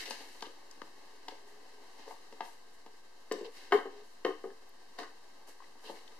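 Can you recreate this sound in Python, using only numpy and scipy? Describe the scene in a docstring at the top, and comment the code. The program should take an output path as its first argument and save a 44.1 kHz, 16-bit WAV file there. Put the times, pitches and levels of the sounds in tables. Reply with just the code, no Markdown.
"""A quiet room, at a desk mat close to a camera: hands turn a small cardboard box, slide its lid off and set it down.
Knocks are sums of damped modes under a noise crack; rubs, scrapes and scratches are coloured, grainy noise.
Ticks are decaying sines in band noise, and the air in the lid hums as gliding sines. Steady air noise with
a thin tone lies beneath, and a decaying noise tail answers the hands.
The camera's housing cuts the bass and notches the middle; its amplifier adds rumble."""
import sys
import numpy as np
from scipy import signal
from scipy.fft import rfft, irfft, next_fast_len
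from scipy.io import wavfile
from scipy.ndimage import uniform_filter1d, map_coordinates

SR = 44100
rng = np.random.default_rng(int(sys.argv[2]) if len(sys.argv) > 2 else 0)


def inscribe(sig):
    """Save sig as 16-bit PCM at rate SR to the path in sys.argv[1].

    A 1-D sig is mono; a 2-D sig holds one channel per row.
    Samples are clipped to [-1, 1] before scaling.
    """
    pcm = np.round(np.clip(np.atleast_2d(sig).T, -1, 1) * 32767)
    wavfile.write(sys.argv[1], SR, pcm.astype(np.int16))


N = 273278

# Left-right correlation of the hand sounds and of the room's answer: f/Hz, likeness (1 = identical)
HAND_ALIKE = [(250, 0.99), (700, 0.53), (1500, 0.47), (4000, 0.024), (14000, 0.038)]


def amp(db):
    """Level to amplitude ratio: 20 dB is a factor of ten."""
    return 10 ** (np.asarray(db) / 20)


def unit(x):
    """Normalisation to a root-mean-square of 1."""
    return x / np.sqrt(np.mean(x ** 2) + 1e-20)


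def along(points, hz):
    """Linear interpolation of (f/Hz, value) points on a logarithmic frequency axis."""
    f, value = np.transpose(points)
    return np.interp(np.log(hz + 1), np.log(f + 1), value)


def filtered(x, response):
    """Linear filtering: the spectrum of x times a complex frequency response."""
    n = x.shape[-1]
    padded = next_fast_len(n + 8192)
    spectrum = rfft(x, padded) * response(np.fft.rfftfreq(padded, 1 / SR))
    return irfft(spectrum, padded)[..., :n]


def peak(f, hz, width):
    """Damped resonance: a causal second-order response of gain 1 at its centre."""
    return 1j * f * width / (hz * hz - f * f + 1j * f * width)


def wobble(rate):
    """Slow random modulation: a spline through rate normal random knots a second."""
    knots = rng.standard_normal(int(N * rate / SR) + 4)
    return map_coordinates(knots, [np.arange(N) * rate / SR])


def rush(colour, alike, grain_db, rate):
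    """Partly correlated stereo noise of rms 1: the mid-side balance at each frequency sets the likeness."""
    pair = rng.standard_normal((2, N)) * amp(grain_db * wobble(rate))

    def mid_side(hz):
        angle = np.arccos(np.clip(along(alike, hz), -1, 1)) / 2
        return colour(hz) * [np.cos(angle), np.sin(angle)]

    mid, side = filtered(pair, mid_side)
    return unit(np.array([mid + side, mid - side]))


def stroke(start, length, rise, fall):
    """Trapezoidal envelope of height 1 that rises and falls over the given shares of its length."""
    u = (np.arange(N) / SR - start) / length
    return np.clip(np.minimum(u / rise, (1 - u) / fall), 0, 1)


def placed(x, pan_db):
    """Stereo localisation: a level difference, and an earlier arrival on the left."""
    left_leads_s = .00006  # the hands work left of the camera
    side = np.array([[.5], [-.5]])
    return filtered(x, lambda f: amp(pan_db * side) * np.exp(2j * np.pi * f * left_leads_s * side))


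def walls(x):
    """Reverberation: convolution with a fresh noise tail whose decay time depends on frequency."""
    # Reverberation time: f/Hz, t60/s
    room_t60 = [(250, 0.21), (600, 0.25), (1500, 0.33), (4000, 0.42), (12000, 0.33)]
    hz, t, z = signal.stft(rng.standard_normal((2, SR // 2)), SR, nperseg=256)
    share = np.clip(along(HAND_ALIKE, hz), 0, 1)[:, None]
    z[1] = share * z[0] + np.sqrt(1 - share ** 2) * z[1]  # most alike in the bass
    decay = amp(-60 * t / along(room_t60, hz)[:, None])
    tail = signal.istft(z * decay, SR, nperseg=256)[1]
    delayed = np.pad(x, (250, 0))  # samples before the answer begins
    return signal.fftconvolve(delayed[None], tail / np.linalg.norm(tail[0]), axes=1)


def room_tone():
    """Stationary broadband noise: coloured air noise, slowly drifting in level, with one thin tone in it."""
    # Spectrum of the air noise, relative power density: f/Hz, level/dB per Hz
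    air_colour = [(140, 3), (220, -0.5), (400, 3.5), (900, 6), (1200, 4.5), (1900, 2), (3000, -2),
                  (4200, -1), (6000, -7.5), (9000, -13), (14000, -19.5)]
    # Left-right correlation of the air noise: f/Hz, likeness
    air_alike = [(130, 0.64), (290, 0.34), (620, 0.31), (1400, 0.21), (3000, 0.025), (14000, .01)]
    # Faint tone of steady level: f/Hz, rms level/dB
    hz, tone_db = (1576, -75)
    drift_db = .8 * wobble(3)
    noise = rush(lambda f: amp(along(air_colour, f)), air_alike, grain_db=0.8, rate=40)
    air = amp(-58.5 + drift_db) * noise
    phase = 2 * np.pi * hz * np.arange(N) / SR + 0.4 * wobble(6)
    tone = np.sqrt(2) * amp(tone_db) * np.sin(phase)
    return (air + tone) * amp([[.8], [-.8]])  # slightly louder on the left


def scratches():
    """Granular friction: grainy noise in the lower treble under each stroke's envelope."""
    # Bright gritty scratches: start t/s, length t/s, level/dB
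    strokes = [(0.448, 0.025, -52), (3.442, 0.033, -50), (3.72, 0.085, -49.5), (5.84, 0.088, -51),
               (5.963, 0.068, -64)]
    # Spectrum of the grit, relative power density: f/Hz, level/dB per Hz
    grit_colour = [(2000, -20), (2800, 7), (3700, 4), (4800, -2.5), (6500, -26), (9000, -43)]
    gain = sum(amp(db) * stroke(start, length, 0.25, 0.35) for start, length, db in strokes)
    grit = rush(lambda f: amp(along(grit_colour, f)), HAND_ALIKE, grain_db=2.0, rate=350)
    direct = gain * grit
    return direct + amp(-18.0) * walls(direct[0])[:, :N]


def ticks():
    """Short transients: a fast-decaying sine at the centre frequency within one broad band of noise."""
    # Short ticks, alone or on the front of a knock, with a faint room answer:
    # t/s, level/dB, centre f/Hz, left-right level/dB
    snaps = [(.057, -54, 10000, 5), (0.1, -42, 8700, 15), (0.407, -44, 3780, 15), (0.422, -33.5, 3540, 10),
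             (0.711, -44, 5050, 12), (.817, -40, 3400, 9), (.817, -33, 1270, 9), (1.284, -32, 3270, -1),
             (3.323, -37, 7760, 12.5), (4.502, -43, 1250, 12), (4.691, -55, 12500, 7),
             (5.603, -41, 1060, 8), (5.622, -43, 1080, 6), (5.64, -44.5, 1980, 9), (5.955, -51, 2000, 8),
             (6.077, -43, 3520, 12)]
    t60_s, width_share = 0.017, 0.72  # bandwidth as a share of the centre frequency
    out, t = np.zeros((2, N + SR)), np.arange(SR // 20) / SR
    onset = 1 - np.exp(-t / 0.00092)
    for s, db, hz, pan_db in snaps:
        noise = rng.standard_normal(len(t))
        puff = filtered(noise, lambda f: peak(f, hz, width_share * hz) ** 2)
        source = 0.86 * unit(puff) + np.sin(2 * np.pi * hz * t)
        direct = amp(db - 60 * t / t60_s) * source * onset
        total = amp(-11.5) * walls(direct)
        total[:, :len(t)] += direct
        out[:, round(s * SR):][:, :total.shape[1]] += placed(total, pan_db)
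    return out[:, :N]


def hums():
    """Cavity resonance: the air in the lid sounds its lowest note, unsteady, while the push lasts."""
    # Lid sliding off the box or over the mat: start t/s, length t/s, first f/Hz, last f/Hz,
    # rms level/dB about which each hum wavers
    slides = [(1.067, 0.16, 420, 416, -71.5), (1.41, 0.21, 409, 422, -67.5), (1.72, 0.16, 424.4, 407, -69),
              (3.352, 0.06, 401, 440, -47.5), (3.425, 0.012, 391, 430, -42), (3.447, 0.044, 480, 443, -48),
              (3.724, 0.039, 413, 406, -24.5), (3.885, 0.16, 409, 419, -59.5)]
    t, note = np.arange(N) / SR, 0
    for start, length, first_hz, last_hz, db in slides:
        glide_hz = np.interp(t, [start, start + length], [first_hz, last_hz])
        turns = np.cumsum(glide_hz) / SR + 0.075 * wobble(63)
        gain = amp(db + 2.2 * wobble(70)) * stroke(start, length, 0.078, 0.13)
        note = note + gain * np.sqrt(2) * np.sin(2 * np.pi * turns)
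    return (note + amp(-9.0) * walls(note)[:, :N]) * amp([[1.9], [-1.9]])


def rub_power():
    """Incoherent addition: powers of drag, rasp and hiss sum over shifting hands, scrapes and swipes."""
    # Hands shifting on the box, one long rub: t/s, rasp level/dB
    handling = [(0, -38), (.05, -48.5), (.12, -47), (.24, -55), (.5, -66), (.8, -65.5), (2.0, -66),
                (2.7, -87), (3.3, -80), (4.7, -77), (4.95, -69.5), (5.8, -79), (6.2, -66)]
    # Card scraping on card or mat: start t/s, length t/s, drag level/dB, rasp level/dB
    scrapes = [(0.45, 0.022, -60, -57), (1.302, 0.03, -67, -54.5), (1.97, 0.17, -59.5, -59),
               (2.05, 0.13, -55.5, -60), (3.327, 0.19, -56.5, -61), (3.438, 0.045, -52, -55.5),
               (3.515, 0.25, -66, -56), (3.715, 0.14, -40.5, -61), (3.86, 0.25, -58, -61),
               (4.976, 0.076, -43, -47), (5.467, 0.052, -58, -72), (5.597, 0.1, -67, -64.5),
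               (5.76, 0.082, -64, -66), (5.818, 0.16, -55.5, -58.5), (5.933, 0.13, -59, -58)]
    # Fingertips swiping over the card: start t/s, length t/s, skin hiss level/dB
    swipes = [(.14, 0.45, -67), (1.46, 0.081, -70), (2.066, .12, -65), (2.408, .18, -65),
              (2.728, 0.053, -71), (3.506, 0.2, -67), (4.018, 0.19, -71), (5.467, 0.076, -61),
              (5.8, 0.29, -66)]
    hand_db = np.interp(np.arange(N) / SR, *np.transpose(handling))
    drag_db = -61 + 0.42 * (hand_db + 57.5)  # -61 dB at a rasp of -57.5 dB
    hiss_db = hand_db - 13
    power = amp([drag_db, hand_db, hiss_db]) ** 2
    for start, length, *db in scrapes:
        power[:2] += np.outer(amp(db) ** 2, stroke(start, length, 0.21, 0.65) ** 2)
    for start, length, db in swipes:
        rasp_and_hiss_db = [db + 1.5, db]
        power[1:] += np.outer(amp(rasp_and_hiss_db) ** 2, stroke(start, length, 0.14, 0.61) ** 2)
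    return power


def rubbing():
    """Friction-driven noise: card drags on card into the hollow body, fibres rasp and dry skin hisses."""
    # Hollow-body resonances that the drag excites: f/Hz, width/Hz, level/dB
    body = [(282.4, 43, -5), (420, 66, 0.5), (804, 810, -3), (1074, 594, -2)]
    # Spectrum of the fibre rasp, relative power density: f/Hz, level/dB per Hz
    rasp_colour = [(800, -32), (1500, -3), (2200, -1), (3000, -4.5), (4500, -6), (6500, -15.5),
                   (10000, -31)]
    # Spectrum of the skin hiss, relative power density: f/Hz, level/dB per Hz
    skin_colour = [(3000, -20), (6000, 0.5), (9000, -1.5), (11500, -3), (14000, -9)]

    def hollow(f):
        # neighbouring resonances alternate in sign
        return sum((-1) ** k * amp(db) * peak(f, hz, width) for k, (hz, width, db) in enumerate(body))

    drag = rush(hollow, HAND_ALIKE, grain_db=2.0, rate=60)
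    rasp = rush(lambda f: amp(along(rasp_colour, f)), HAND_ALIKE, grain_db=1.5, rate=850)
    hiss = rush(lambda f: amp(along(skin_colour, f)), HAND_ALIKE, grain_db=1.5, rate=380)
    clumps = amp(1.3 * wobble(35))  # the skin sticks and slips, so each rub comes in clumps
    gain = np.sqrt(rub_power()) * clumps
    direct = gain[0] * drag + gain[1] * rasp + gain[2] * hiss
    return (direct + amp(-6.5) * walls(direct[0])[:, :N]) * amp([[.8], [-.8]])


def knocks():
    """Modal synthesis: a contact rings damped air-cavity, panel and edge modes, with a short noise crack."""
    # Contacts: t/s, cavity level/dB, panel level/dB, crack level/dB, damping factor of the grip
    contacts = [(0.056, -53, -46.5, -37, 1.05), (0.075, -48.5, -54, -45, 0.53),
                (0.107, -36, -27.5, -27, 2.2), (0.205, -50.5, -48.5, -50, 0.83),
                (0.424, -40, -26.5, -32, 2.17), (0.466, -46, -69, -49, 1.2), (0.818, -35, -31, -53, 4.9),
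                (1.282, -40, -30, -36.5, 1.84), (1.322, -46.5, -63, -68, 1.16), (2.077, -45, -45, -61, 1.3),
                (2.109, -71, -35, -55, 1.36), (2.324, -46.5, -45.5, -52.5, 1.13),
                (2.406, -38, -21.5, -37.5, 1.64), (2.451, -61, -47, -46.5, 2.2),
                (2.862, -46, -38.5, -48.5, 2.14), (3.313, -19, -24.5, -30.5, 4.23),
                (3.32, -32.5, -39, -30, 2.5), (3.355, -25, -50, -60, 10), (3.41, -32.5, -58, -46, 2.4),
                (3.709, -42, -57, -52, 0.93), (3.721, -22, -17.5, -29, 1.32),
                (3.854, -34, -42.5, -63, 1.36), (4.248, -19.5, -26, -30.5, 1.75),
                (4.265, -32, -32, -60, 1.5), (4.439, -31.5, -40, -64, 1.44), (4.503, -46, -42, -64, 6.3),
                (4.987, -41.5, -33.5, -31.5, 3.1), (5.01, -45, -45, -58, 3),
                (5.03, -49.5, -46, -45.5, 1.07), (5.754, -53, -42.5, -75, 2.5), (5.841, -47, -50, -53, 1.7),
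                (5.887, -61, -47.5, -62, 0.87), (5.896, -39, -38.5, -69, 1.08),
                (6.12, -57, -50.5, -57, 1.5)]
    # Span while the hand works on the lid: start t/s, end t/s
    lid_from, lid_to = (3.3, 5.2)
    # Modes of the box in the hands: f/Hz, relative level/dB, t60/s at a damping factor of 1
    box_modes = [(302, -13, 0.043), (336.5, -4, 0.066), (464, 6.5, 0.043), (536, 4.5, 0.048),
                 (754, 3.5, 0.029), (886, 4, 0.035), (1200, -2.5, 0.035), (1653, 4, 0.031),
                 (2015, 14.5, 0.0097)]
    # Modes of the lid on the mat: f/Hz, relative level/dB, t60/s at a damping factor of 1
    lid_modes = [(308.2, -24, 0.39), (394, -2, 0.16), (443.4, -2, 0.15), (490.4, -13, 0.24),
                 (720, -2.5, 0.13), (775, -2.5, 0.081), (892, -1.5, 0.044), (1087.6, -1, 0.11),
                 (1216, 5, 0.054), (1490, 16.5, 0.019), (1594, -3.5, 0.044), (1796, -3.5, 0.11),
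                 (1864, 3, 0.026), (1964, -1, 0.045), (2120, 2.5, 0.031), (2963, -2, 0.033)]
    # Spectrum of the crack before its tilt, relative power density: f/Hz, level/dB per Hz
    crack_colour = [(1600, -42), (2600, 1.5), (4500, 0), (6500, -4.5), (14000, -10.5)]
    out, t = np.zeros((2, N + 2 * SR)), np.arange(SR // 4) / SR
    for s, cavity_db, panel_db, crack_db, damping in contacts:
        on_lid = lid_from < s < lid_to
        hz, mode_db, t60 = np.transpose(lid_modes if on_lid else box_modes)[..., None]
        fade_db = -60 * t * np.clip(damping, .2, 8)

        # Edge level is set from panel and crack levels; fingers mute the box's edges
        edge_db = panel_db + 0.41 * (crack_db - panel_db) + (1 if on_lid else -3.5)
        blow_db = np.where(hz < 600, cavity_db, np.where(hz < 1400, panel_db, edge_db))
        luck_db = rng.normal(0, 1.5, hz.shape)
        # Random level flutter roughens every mode as it dies
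        flutter = unit(uniform_filter1d(rng.standard_normal((len(hz), len(t))), size=170))
        flutter_db = 3.5 * flutter * np.tanh(t / .02)
        # Random phase in radians, growing with frequency, blurs the upper modes
        blur = unit(uniform_filter1d(rng.standard_normal((len(hz), len(t))), size=260))
        wander = hz / 1500 * blur * np.tanh(t / .01)
        detune = rng.normal(1, 0.012, hz.shape)  # small random detuning, so no two knocks ring quite alike
        level_db = blow_db + mode_db + luck_db + flutter_db + fade_db / t60
        modes = amp(level_db) * np.sin(2 * np.pi * hz * t * detune + wander)
        ring = modes.sum(0) * (1 - np.exp(-t / 0.0022))

        # The crack tilts down more for a dull knock (body over crack) and a forceful one (body over -29 dB)
        dull_db = max(cavity_db, panel_db) - crack_db
        slope_db = -18 - 1.7 * dull_db - 1.3 * (crack_db + dull_db + 29)
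        tilt_db = min(slope_db, -20)  # reached at 14 kHz
        noise = rng.standard_normal(len(t))
        puff = filtered(noise, lambda f: amp(along(crack_colour, f) + tilt_db * np.log2(1 + f / 14000)))
        crack = amp(crack_db + fade_db / 0.051) * unit(puff) * (1 - np.exp(-t / 0.0011))

        total = amp(-2.0) * walls(ring + amp(-2.5) * crack)
        total[:, :len(t)] += ring + crack
        pan_db = 3.5 if on_lid else 5
        out[:, round(s * SR):][:, :total.shape[1]] += placed(total, pan_db)
    return out[:, :N]


def scene():
    """Superposition: every sound that reaches the camera adds linearly."""
    return room_tone() + scratches() + ticks() + hums() + rubbing() + knocks()


def record(dry):
    """Filtering and weak nonlinearity: notches, bass cut, lopsided gain, rumble, band limit and offset."""
    # Camera-housing notches: f/Hz, width/Hz, depth of each alone as a level/dB
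    housing = [(613, 91, -10), (1386, 407, -12), (2383, 487, -58), (3434, 486, -14)]
    # Spectrum of the amplifier noise, relative power density: f/Hz, level/dB per Hz
    rumble_colour = [(5, 4.5), (30, 1.5), (60, -1.5), (100, -8), (125, -9), (200, -65)]
    # Left-right correlation of the amplifier noise: f/Hz, likeness
    rumble_alike = [(50, .7)]

    def notches(f):
        return np.prod([1 - (1 - amp(db)) * peak(f, hz, width) for hz, width, db in housing], axis=0)

    bass_cut = signal.butter(8, 195, "high", fs=SR, output="sos")
    heard = signal.sosfilt(bass_cut, filtered(dry, notches))
    heard = heard + 0.1 * heard ** 2  # a slightly lopsided amplifier thumps under loud knocks
    noise = rush(lambda f: amp(along(rumble_colour, f)), rumble_alike, grain_db=2.5, rate=8)
    rumble = amp(-81.5) * noise
    top_hz, offset = 14050, -.00253  # offset as a share of full scale
    return filtered(heard + rumble, lambda f: f < top_hz) + offset


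dry = scene()
out = record(dry)
inscribe(out)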